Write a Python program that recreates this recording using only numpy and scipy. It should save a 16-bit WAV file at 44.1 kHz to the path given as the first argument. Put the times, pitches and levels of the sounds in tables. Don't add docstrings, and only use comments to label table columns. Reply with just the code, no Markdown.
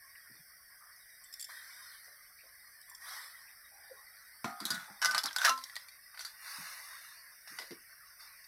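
import sys
import numpy as np
from scipy import signal
from scipy.fft import rfft, irfft, next_fast_len
from scipy.io import wavfile
from scipy.ndimage import uniform_filter1d

SR = 44100
rng = np.random.default_rng(int(sys.argv[2]) if len(sys.argv) > 2 else 0)


def master(y):
    cut = np.clip(np.atleast_2d(y).T, -1, 1)
    pcm = np.round(cut * 32767)
    wavfile.write(sys.argv[1], SR, pcm.astype(np.int16))


def rack_gain(trim_db):
    fader = np.asarray(trim_db, float)
    return 10 ** (fader / 20)


N = 373730

# (frequency [Hz], density [dB per Hz])
SIZZLE_COLOUR = [(300, -67), (520, -20), (750, -16), (1060, -7), (1900, 1.5), (2200, -5.5), (2450, -12.5),
                 (3700, -7), (5700, -6), (6400, -11.5), (8300, -14), (11000, -10.5), (14600, -18),
                 (16000, -27.5)]
# (frequency [Hz], width [Hz], level [dB])
PAN_WALL = [(1103, 100, 8), (1950, 130, -14), (3760, 97, -17), (4340, 89, -16), (4570, 84, -9),
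            (5120, 220, -3), (5430, 32, -19)]
# (time [s], level [dB])
HEAT = [(0, -1), (.35, 0), (.65, -4), (1.1, -1), (2.5, -1.5), (3.9, 1), (4.9, 1.5), (5.95, -1.5),
        (7.3, 1.5), (7.95, -1), (8.47, 0.5)]
SIMMER_LEVELS = [-62.5, -70, -63.5, -63]
HEAT_FOLLOW = [0.88, 0.37, 0.33, 0.33]
# (time [s], rise [s], fade [s], level [dB], wetness [dB])
FLARES = [
    (1.48, 0.016, 0.31, -56.5, -8),
    (1.6, 0.28, 0.24, -59.5, -7.5),
    (2.989, 0.13, 0.19, -52, -3),
    (5.5, 0.11, 0.25, -61, -6.5),
    (6.13, 0.098, 0.24, -61, -8),
    (6.37, .17, 0.44, -50.5, -6),
    (6.8, .15, 0.25, -62.5, -8),
    (7.45, 0.086, 0.17, -56.5, -11),
    (8.18, 0.04, 0.12, -61.5, -2),
]
FLARE_LEVELS = [-0.15, 0.45, -1.1, -1.4]
# (frequency [Hz], frequency after the microphone shifts [Hz], width [Hz], level [dB])
GROUND_NOTCHES = [(2750, 3240, 200, -11.5), (6940, 7430, 500, -8)]
MIC_SHIFT = 5.1, 6.4
# (time [s], crack peak [dB], crack frequency [Hz], ring level [dB],
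# the blow's own ring [Hz])
SET_DOWN = [
    (4.4443, -33.5, 4350, -22.5, 1810),
    (4.6024, -30.5, 4830, -33, 1240),
    (4.6533, -18, 4080, -49, 1370),
    (4.7042, -19.5, 4830, -33, 1460),
    (4.7441, -28.5, 3760, -35.5, 1450),
]
STIR = [
    (5.017, -26, 5700, -33, 1650),
    (5.025, -25, 5630, -29, 1680),
    (5.0471, -17, 5980, -27.5, 1370),
    (5.0567, -17.5, 5100, -27.5, 2030),
    (5.1108, -24, 5430, -32.5, 1490),
    (5.147, -19, 4430, -25, 1206),
    (5.1615, -42, 4300, -34, 1560),
    (5.1794, -16.5, 5110, -27, 1266),
]
LADLE_DROP = [
    (5.448, -18, 5800, -18, 1660),
    (5.4612, -24, 6100, -21, 1686),
    (5.4768, -29, 3900, -18.5, 1255),
    (5.4934, -19, 5900, -19, 1310),
]
LADLE_RATTLE = [(5.2347, -27.5, 5600, -49, 1460), (5.2387, -19, 4720, -39.5, 864),
                (5.258, -20.5, 5430, -40, 1150), (5.2662, -32, 5130, -40, 1746),
                (5.309, -43, 4940, -37, 1590), (5.3298, -34, 5530, -51, 1490),
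                (5.3624, -20, 5120, -25.5, 1500), (5.3845, -20.5, 3590, -34, 1540),
                (5.4164, -26.5, 5530, -24.5, 1527), (5.5767, -33.5, 4830, -41, 1013),
                (5.5882, -40, 4770, -46, 1054), (5.6386, -30.5, 5550, -55, 1050),
                (5.6974, -44, 5240, -43.5, 1950), (5.7555, -30, 4240, -48, 2280),
                (5.7646, -28.5, 4750, -34.5, 1930), (5.8845, -40, 4500, -52, 2360)]
TWIGS = [
    (6.145, -46.5, 4760, -51.5, 1520),
    (6.1748, -42, 4730, -46, 1790),
    (6.1926, -32, 4500, -45, 2060),
    (6.2074, -36.5, 5840, -46.5, 1460),
    (6.249, -30.5, 4700, -46.5, 1370),
    (7.4744, -42.5, 5560, -49, 1910),
    (7.5867, -33, 5100, -39, 2030),
    (7.6191, -38, 4750, -44.5, 1990),
    (7.7082, -40, 4960, -48.5, 2070),
]
# (frequency [Hz], level [dB], t60 [s])
POT_ON_GROUND = [(678, -9, 0.32), (1037, 6.5, 0.042), (1370, -6, .2), (1626, -30, 0.23), (1850, -7, 0.14),
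                 (2193, -12.5, 0.39)]
POT_STIRRED = [(1060, -4, 0.12), (2030, -2, 0.07), (2950, -4, 0.076), (3940, -24, 0.17), (4600, -11, 0.13),
               (5430, -4, 0.11), (5870, -8, 0.11)]
POT_FREE = [(893, -26, 0.11), (1200, -5, 0.069), (1650, -4, 0.062), (2200, -5, 0.08), (3900, -7, 0.17),
            (5760, -15, .1)]
DULL = [(1100, -16, 0.12), (1500, -0.5, 0.038), (1990, 3, 0.022)]
# (struck [s], damped [s], frequency [Hz], level [dB], t60 [s])
CLEAR_TONES = [(4.449, 4.62, 725, -44.5, 0.67), (4.449, 4.7, 1245, -45, 1.3), (4.8, 4.53, 1900, -49, 0.34),
               (4.447, 3.9, 2290, -51, .4), (4.449, 4.6, 790, -47.5, .9), (4.445, 4.6, 1400, -45.5, 0.55),
               (4.704, 4.86, 1465, -35, 0.41), (5.025, 5.136, 1200, -37.5, 1.9),
               (5.02, 5.198, 1520, -33, 2.5), (5.7, 4.6, 1400, -36.5, .5), (5.043, 5.13, 1500, -30, 0.81),
               (5.19, 5.8, 3460, -33.5, 0.06), (5.496, 5.704, 1044, -28, 0.3),
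               (5.475, 5.625, 1331, -21, 0.25), (5.493, 5.626, 2770, -31, 0.11),
               (5.499, 5.65, 254, -56, 0.46), (6.1, 4.8, 1590, -15, 0.09), (1.253, 1.31, 3550, -62, .4),
               (1.325, 1.375, 3550, -59, .3)]
# (hardest time [s], rise [s], fall [s], level [dB], wall resonance [Hz])
RUBS = [
    (4.444, 0.0036, 0.12, -30, 1240),
    (5.17, 0.17, 0.097, -30.5, 1440),
    (5.256, .03, 0.13, -33.5, 1240),
]
SCRAPES = [
    (4.722, 0.21, 0.28, -35, 1460),
    (5.022, .012, 0.24, -29.5, 1480),
    (5.448, .11, .006, -23.5, 1580),
    (5.452, 0.0058, 0.094, -16, 1540),
]
# (time [s], length [s], start [Hz], end [Hz], level [dB])
GLIDES = [
    (5.243, 0.043, 740, 1900, -45),
    (3.892, .042, 620, 450, -53),
    (5.264, .033, 5300, 2900, -43),
]
# (time [s], peak [dB], loudest frequency [Hz], t60 [s])
BANGLE_CLINKS = [(1.238, -43, 8000, 0.088), (1.3264, -41, 5200, 0.044), (1.3385, -33, 5340, 0.043),
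                 (1.396, -33, 4550, 0.037), (1.405, -34, 7900, 0.03), (1.411, -33, 9630, 0.065),
                 (1.425, -33.5, 4830, 0.044), (1.4415, -40, 5160, 0.027), (1.444, -34, 5400, 0.057),
                 (2.8145, -41.5, 5040, 0.019), (2.897, -39, 11950, 0.06), (2.9194, -55, 5420, 0.03),
                 (2.9485, -39, 5430, 0.051)]
# (frequency [Hz], level [dB])
BANGLE_MODES = [(3550, 0.5), (4830, -17), (5351, 3), (7402, 7), (7881, -4), (9491, 5.5), (11650, 0.5),
                (12900, -56), (14640, -27)]
# (time [s], peak [dB], frequency [Hz], t60 [s])
THUDS = [(0.295, -58.5, 247, 0.081), (0.339, -68, 318, 0.12), (0.389, -65, 151, 0.05),
         (2.07, -61, 598, 0.25), (2.427, -60.5, 598, 0.23), (3.93, -59.5, 500, 0.2),
         (4.441, -34.5, 250, 0.051), (4.469, -44.5, 233, 0.17), (4.606, -44, 239, 0.12),
         (4.646, -43, 228, 0.092), (4.701, -43, 203, 0.2), (4.759, -53.5, 178, 0.27),
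         (4.897, -55.5, 203, 0.075), (5.092, -51, 570, 0.12), (5.239, -47.5, 260, 0.14),
         (5.491, -48.5, 533, 0.26), (6.58, -52.5, 169, 0.14), (7.512, -57, 266, 0.17),
         (7.588, -52, 555, 0.26), (7.705, -42, 296, 0.089)]
# (time [s], peak [dB], frequency [Hz], t60 [s])
SPITS = [(.15, -46, 1950, 0.05), (.805, -52, 1200, 0.56), (1.485, -47, 1100, 0.1),
         (2.385, -51.5, 2340, 0.2), (2.91, -52.5, 1040, 0.18), (3.47, -54, 2480, 0.1),
         (3.71, -58.5, 770, 2), (8.195, -47, 4630, 0.31), (8.44, -45.5, 4700, 0.054), (.27, -65, 121, 0.37),
         (5.06, -56.5, 205, 0.38), (4.875, -50.5, 820, 0.43), (7.5, -66.5, 151, 0.13)]
# (frequency [Hz], level [dB])
NOISE_THRESHOLD = [(500, -100), (900, -87.5), (1400, -83.5), (2100, -92.5), (2350, -100), (2650, -92),
                   (3400, -82.5), (4400, -80), (5000, -124), (5900, -93), (6450, -88), (7900, -86.5)]
# (frequency [Hz], level [dB])
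HISS = [(15, -48), (25, -2.5), (65, -3.5), (388, -19.5), (756, -6.5), (867, -24), (1200, -21), (1500, 2),
        (2000, -28), (3300, -21), (4500, -26), (5400, -70)]
# (frequency [Hz], level [dB])
WHINE = [(12000, -91.5), (13000, -81), (13797, -86.5), (14001, -68.5)]


def evened(x):
    return x / np.sqrt(np.mean(x ** 2) + 1e-20)


def peaked(x):
    return x / np.max(abs(x))


def read(points, hz):
    f, value = np.transpose(points)
    return np.interp(np.log(hz + 1), np.log(f + 1), value)


def add(mix, s, sound):
    part = mix[round(s * SR):][:len(sound)]
    part += sound[:len(part)]


def band(x, lo_hz, hi_hz):
    return signal.sosfilt(signal.butter(4, [lo_hz, hi_hz], "bandpass", fs=SR, output="sos"), x)


def coloured(x, points):
    size = next_fast_len(len(x) + 4096)
    gain = rack_gain(read(points, np.fft.rfftfreq(size, 1 / SR)))
    return irfft(rfft(x, size) * gain, size)[:len(x)]


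def resonate(x, hz, width_hz):
    turn = np.exp(2j * np.pi * np.cumsum(hz) / SR)
    r = np.exp(-np.pi * width_hz / SR)
    return 2 * (turn * signal.lfilter([1 - r], [1, -r], x / turn)).real


def ring(hz, t60, size):
    t = np.arange(size) / SR
    fade = np.cos(np.pi / 2 * t / t[-1])
    return rack_gain(-60 * t / max(t60, 1e-3)) * np.sin(2 * np.pi * hz * t) * fade


def body(modes, size, spread_db):
    return sum(rack_gain(db + spread_db * rng.standard_normal()) * ring(hz, t60, size) for hz, db, t60 in modes)


def sizzle():
    bursts = rack_gain(2.8 * np.minimum(rng.exponential(1, N), 5))
    bursts *= rng.random(N) < 2500 / SR
    bursts = signal.oaconvolve(bursts, np.hanning(24))[:N] * rng.standard_normal(N)
    raw = coloured(0.5 * evened(bursts) + rng.standard_normal(N), SIZZLE_COLOUR)
    raw += 0.6 * sum(resonate(raw, f + np.zeros(N), width_hz=w) * rack_gain(0.11 * db) for f, w, db in PAN_WALL)

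    hz, t, z = signal.stft(raw, SR, nperseg=1024, noverlap=768)
    chance = rng.standard_normal((2,) + z.shape)
    streaks = evened(uniform_filter1d(uniform_filter1d(chance[0], size=2, axis=0), size=9, axis=1))
    patches = evened(uniform_filter1d(uniform_filter1d(chance[1], size=9, axis=0), size=12, axis=1))

    edges_hz = [(1400, 2500), (600, 1400), (2600, 7000), (8000, 13500)]
    lift_db = [db - 20 * np.log10(band(raw, *e).std()) for db, e in zip(activity(t), edges_hz)]
    centres_hz = [1150, 1600, 2350, 2900, 6600, 8200]
    field_db = np.array([np.interp(hz, centres_hz, [gurgle, main, main, spit, spit, fizz])
                         for main, gurgle, spit, fizz in zip(*lift_db)]).T
    field_db += np.interp(hz, [1000, 6000, 8000], [3.5, 4.5, 0.5])[:, None] * streaks
    field_db += np.interp(hz, [1000, 4000, 9000], [1.5, 1.0, 0.8])[:, None] * patches
    for before_hz, after_hz, width_hz, db in GROUND_NOTCHES:
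        notch_hz = np.interp(t, MIC_SHIFT, [before_hz, after_hz])
        field_db += db * np.exp(-((hz[:, None] - notch_hz) / width_hz) ** 2)
    return signal.istft(z * rack_gain(field_db), SR, nperseg=1024, noverlap=768)[1][:N]


def activity(t):
    heat_db = np.interp(t, *np.transpose(HEAT))
    power = rack_gain(np.c_[SIMMER_LEVELS] + np.c_[HEAT_FOLLOW] * heat_db) ** 2
    for s, rise, fade, db, wet_db in FLARES:
        swell = np.sin(np.pi / 2 * np.clip((t - s) / rise, 0, 1))
        swell *= np.exp(-(np.maximum(t - s - rise, 0) / fade) ** 1.53)
        flare_db = db + np.c_[FLARE_LEVELS] + wet_db * np.c_[[0, 1, 0, 0]]
        power = power + (rack_gain(flare_db) * swell) ** 2
    return 10 * np.log10(power)


def blows(rows, modes, t60, ring_db, own_db, own_t60):
    out, t = np.zeros(N), np.arange(SR // 4) / SR
    for s, crack_db, crack_hz, low_db, low_hz in rows:
        puff = rng.standard_normal(len(t)) * (rack_gain(-60 * t / max(t60, 0.005)) + 0.8 * np.exp(-t / 0.0015))
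        crack = peaked(coloured(band(puff, 3280, 13800), SIZZLE_COLOUR))
        spot = peaked(resonate(puff, crack_hz + 0 * t, width_hz=290))
        knock = peaked(band(puff, 624, 3440))
        ringing = body(modes, len(t), spread_db=2.0) + rack_gain(own_db) * ring(low_hz, own_t60, len(t))
        ringing = peaked(band(ringing, 653, 11000))
        bright = rack_gain(crack_db) * (0.56 * crack + 0.63 * spot)
        add(out, s, bright + rack_gain(low_db + ring_db) * (ringing + 0.5 * knock))
    return out


def tones():
    out, t = np.zeros(N), np.arange(SR // 2) / SR
    for s, damped_s, hz, db, t60 in CLEAR_TONES:
        touch = rack_gain(-60 * np.maximum(t - (damped_s - s), 0) / 0.052) * (1 - np.exp(-t / 0.0011))
        add(out, s, rack_gain(db) * touch * ring(hz, t60, len(t)))
    return out


def drag(rows, grit_db):
    ends_db, sag = -28.5, 0.22
    out = np.zeros(N)
    for s, rise, fall, db, wall_hz in rows:
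        t = np.arange(-rise, fall, 1 / SR)
        slack = np.maximum(-t / rise, t / fall)
        slips = rack_gain(2.5 * np.minimum(rng.exponential(1, SR // 2), 4))
        slips *= rng.random(SR // 2) < 1500 / SR
        grain = rng.standard_normal(300) * np.exp(-np.arange(300) / 70)
        grit = signal.oaconvolve(slips, grain)[:SR // 2]
        grit = (grit * np.sign(rng.standard_normal(SR // 2)))[300:len(t) + 300]

        wall = evened(resonate(grit, wall_hz * (1 - sag * slack), width_hz=310))
        wall += 0.67 * evened(band(grit, 520, 2480))
        small_modes = [(f, 0, 0.035) for f in rng.uniform(2770, 9120, 24)]
        tinny = signal.oaconvolve(grit, body(small_modes, size=3000, spread_db=5.5))[:len(t)]
        scratch = 0.97 * evened(coloured(tinny, SIZZLE_COLOUR))
        scratch += evened(band(coloured(grit, SIZZLE_COLOUR), 2330, 21000))
        both = evened(band(wall, 606, 3600)) + rack_gain(grit_db) * evened(scratch)
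        pressure = rack_gain(db - 9.5 + ends_db * slack)
        add(out, s - rise, pressure * both * signal.windows.tukey(len(t), 0.03))
    return out


def glides():
    out = np.zeros(N)
    for s, length, start_hz, end_hz, db in GLIDES:
        hz = np.geomspace(start_hz, end_hz, round(length * SR))
        note = resonate(rng.standard_normal(len(hz)), hz, width_hz=0.1 * hz.mean())
        note = resonate(note, hz, width_hz=0.15 * hz.mean())
        add(out, s, rack_gain(db) * evened(note) * signal.windows.tukey(len(hz), 0.5))
    return out


def bangles():
    out, t = np.zeros(N), np.arange(6000) / SR
    for s, db, hz, t60 in BANGLE_CLINKS:
        rattle = rng.standard_normal(len(t)) * np.exp(-t / 0.004) * (rng.random(len(t)) < 0.3)
        modes = body([(f, d, t60) for f, d in BANGLE_MODES], size=len(t), spread_db=3.0)
        chime = signal.oaconvolve(rattle, modes + 4.1 * ring(hz, t60, len(t)))[:len(t)]
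        chime *= np.exp(-(t / (0.26 * t60)) ** 3)
        tick = band(rng.standard_normal(len(t)) * np.exp(-t / 0.0032), 3700, 14200)
        add(out, s, rack_gain(db) * peaked(band(peaked(chime) + 0.78 * peaked(tick), 1730, 18000)))
    return out


def lumps(rows, width):
    out, t = np.zeros(N), np.arange(SR // 2) / SR
    for s, db, hz, t60 in rows:
        push = rng.standard_normal(len(t)) * (1 - np.exp(-t / 0.0043)) * rack_gain(-60 * t / max(t60, 0.01))
        lump = resonate(push, hz + 0 * t, width_hz=width * hz)
        add(out, s, rack_gain(db) * peaked(band(lump + 0.023 * push, 0.33 * hz, 1.82 * hz)))
    return out


def yard(x):
    t = np.arange(SR // 4) / SR
    echoes = rng.standard_normal(len(t)) * (rng.random(len(t)) < 0.05)
    tail = echoes * rack_gain(-60 * t / 0.19) * (t > 0.004)
    return x + rack_gain(-11.5) * signal.oaconvolve(x, tail / np.linalg.norm(tail))[:N]


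def scene():
    pan = sizzle()
    steel = blows(SET_DOWN, POT_ON_GROUND, t60=0.094, ring_db=-7.0, own_db=-7, own_t60=0.17)
    steel += blows(STIR, POT_STIRRED, t60=0.072, ring_db=2.9, own_db=10.0, own_t60=0.059)
    steel += blows(LADLE_DROP, POT_FREE, t60=0.055, ring_db=-1.4, own_db=12, own_t60=0.065)
    steel += blows(LADLE_RATTLE, DULL, t60=0.045, ring_db=0.5, own_db=18, own_t60=0.063)
    wood = blows(TWIGS, DULL, t60=0.14, ring_db=6.5, own_db=-7.0, own_t60=0.15)
    ladle = drag(RUBS, grit_db=-8) + drag(SCRAPES, grit_db=-2.0) + glides()
    soft = lumps(THUDS, width=0.26) + lumps(SPITS, width=0.12)
    return (yard(steel + wood + ladle + bangles() + soft) + tones() + pan)[None]


def suppressed(x):
    hz, t, z = signal.stft(x, SR, nperseg=512, noverlap=384)
    power = signal.lfilter([0.12], [1, -0.88], abs(z) ** 2, axis=2)
    power = np.maximum(power, 0.27 * abs(z) ** 2)
    threshold = rack_gain(read(NOISE_THRESHOLD, hz)) * (hz < 8000)
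    least = rack_gain(np.interp(hz, [5500, 6300], [-22, -40]))[:, None]
    keep = np.maximum(1 - threshold[:, None] ** 2 / (power + 1e-20), 0) ** 2.43
    return signal.istft(z * np.maximum(keep, least), SR, nperseg=512, noverlap=384)[1][:, :N]


def self_noise():
    hiss = rack_gain(-74) * evened(coloured(rng.standard_normal(N), HISS))
    t = np.arange(N) / SR
    return hiss + sum(rack_gain(db) * np.sqrt(2) * np.sin(2 * np.pi * f * t) for f, db in WHINE)


def band_limit(x):
    return signal.sosfilt(signal.butter(12, 16620, fs=SR, output="sos"), x)


def record(dry):
    edge = signal.firwin(511, 16200, window=("kaiser", 9), fs=SR)
    mix = signal.oaconvolve(suppressed(dry) + self_noise(), edge[None], "same")
    return band_limit(mix)


dry = scene()
out = record(dry)
master(out)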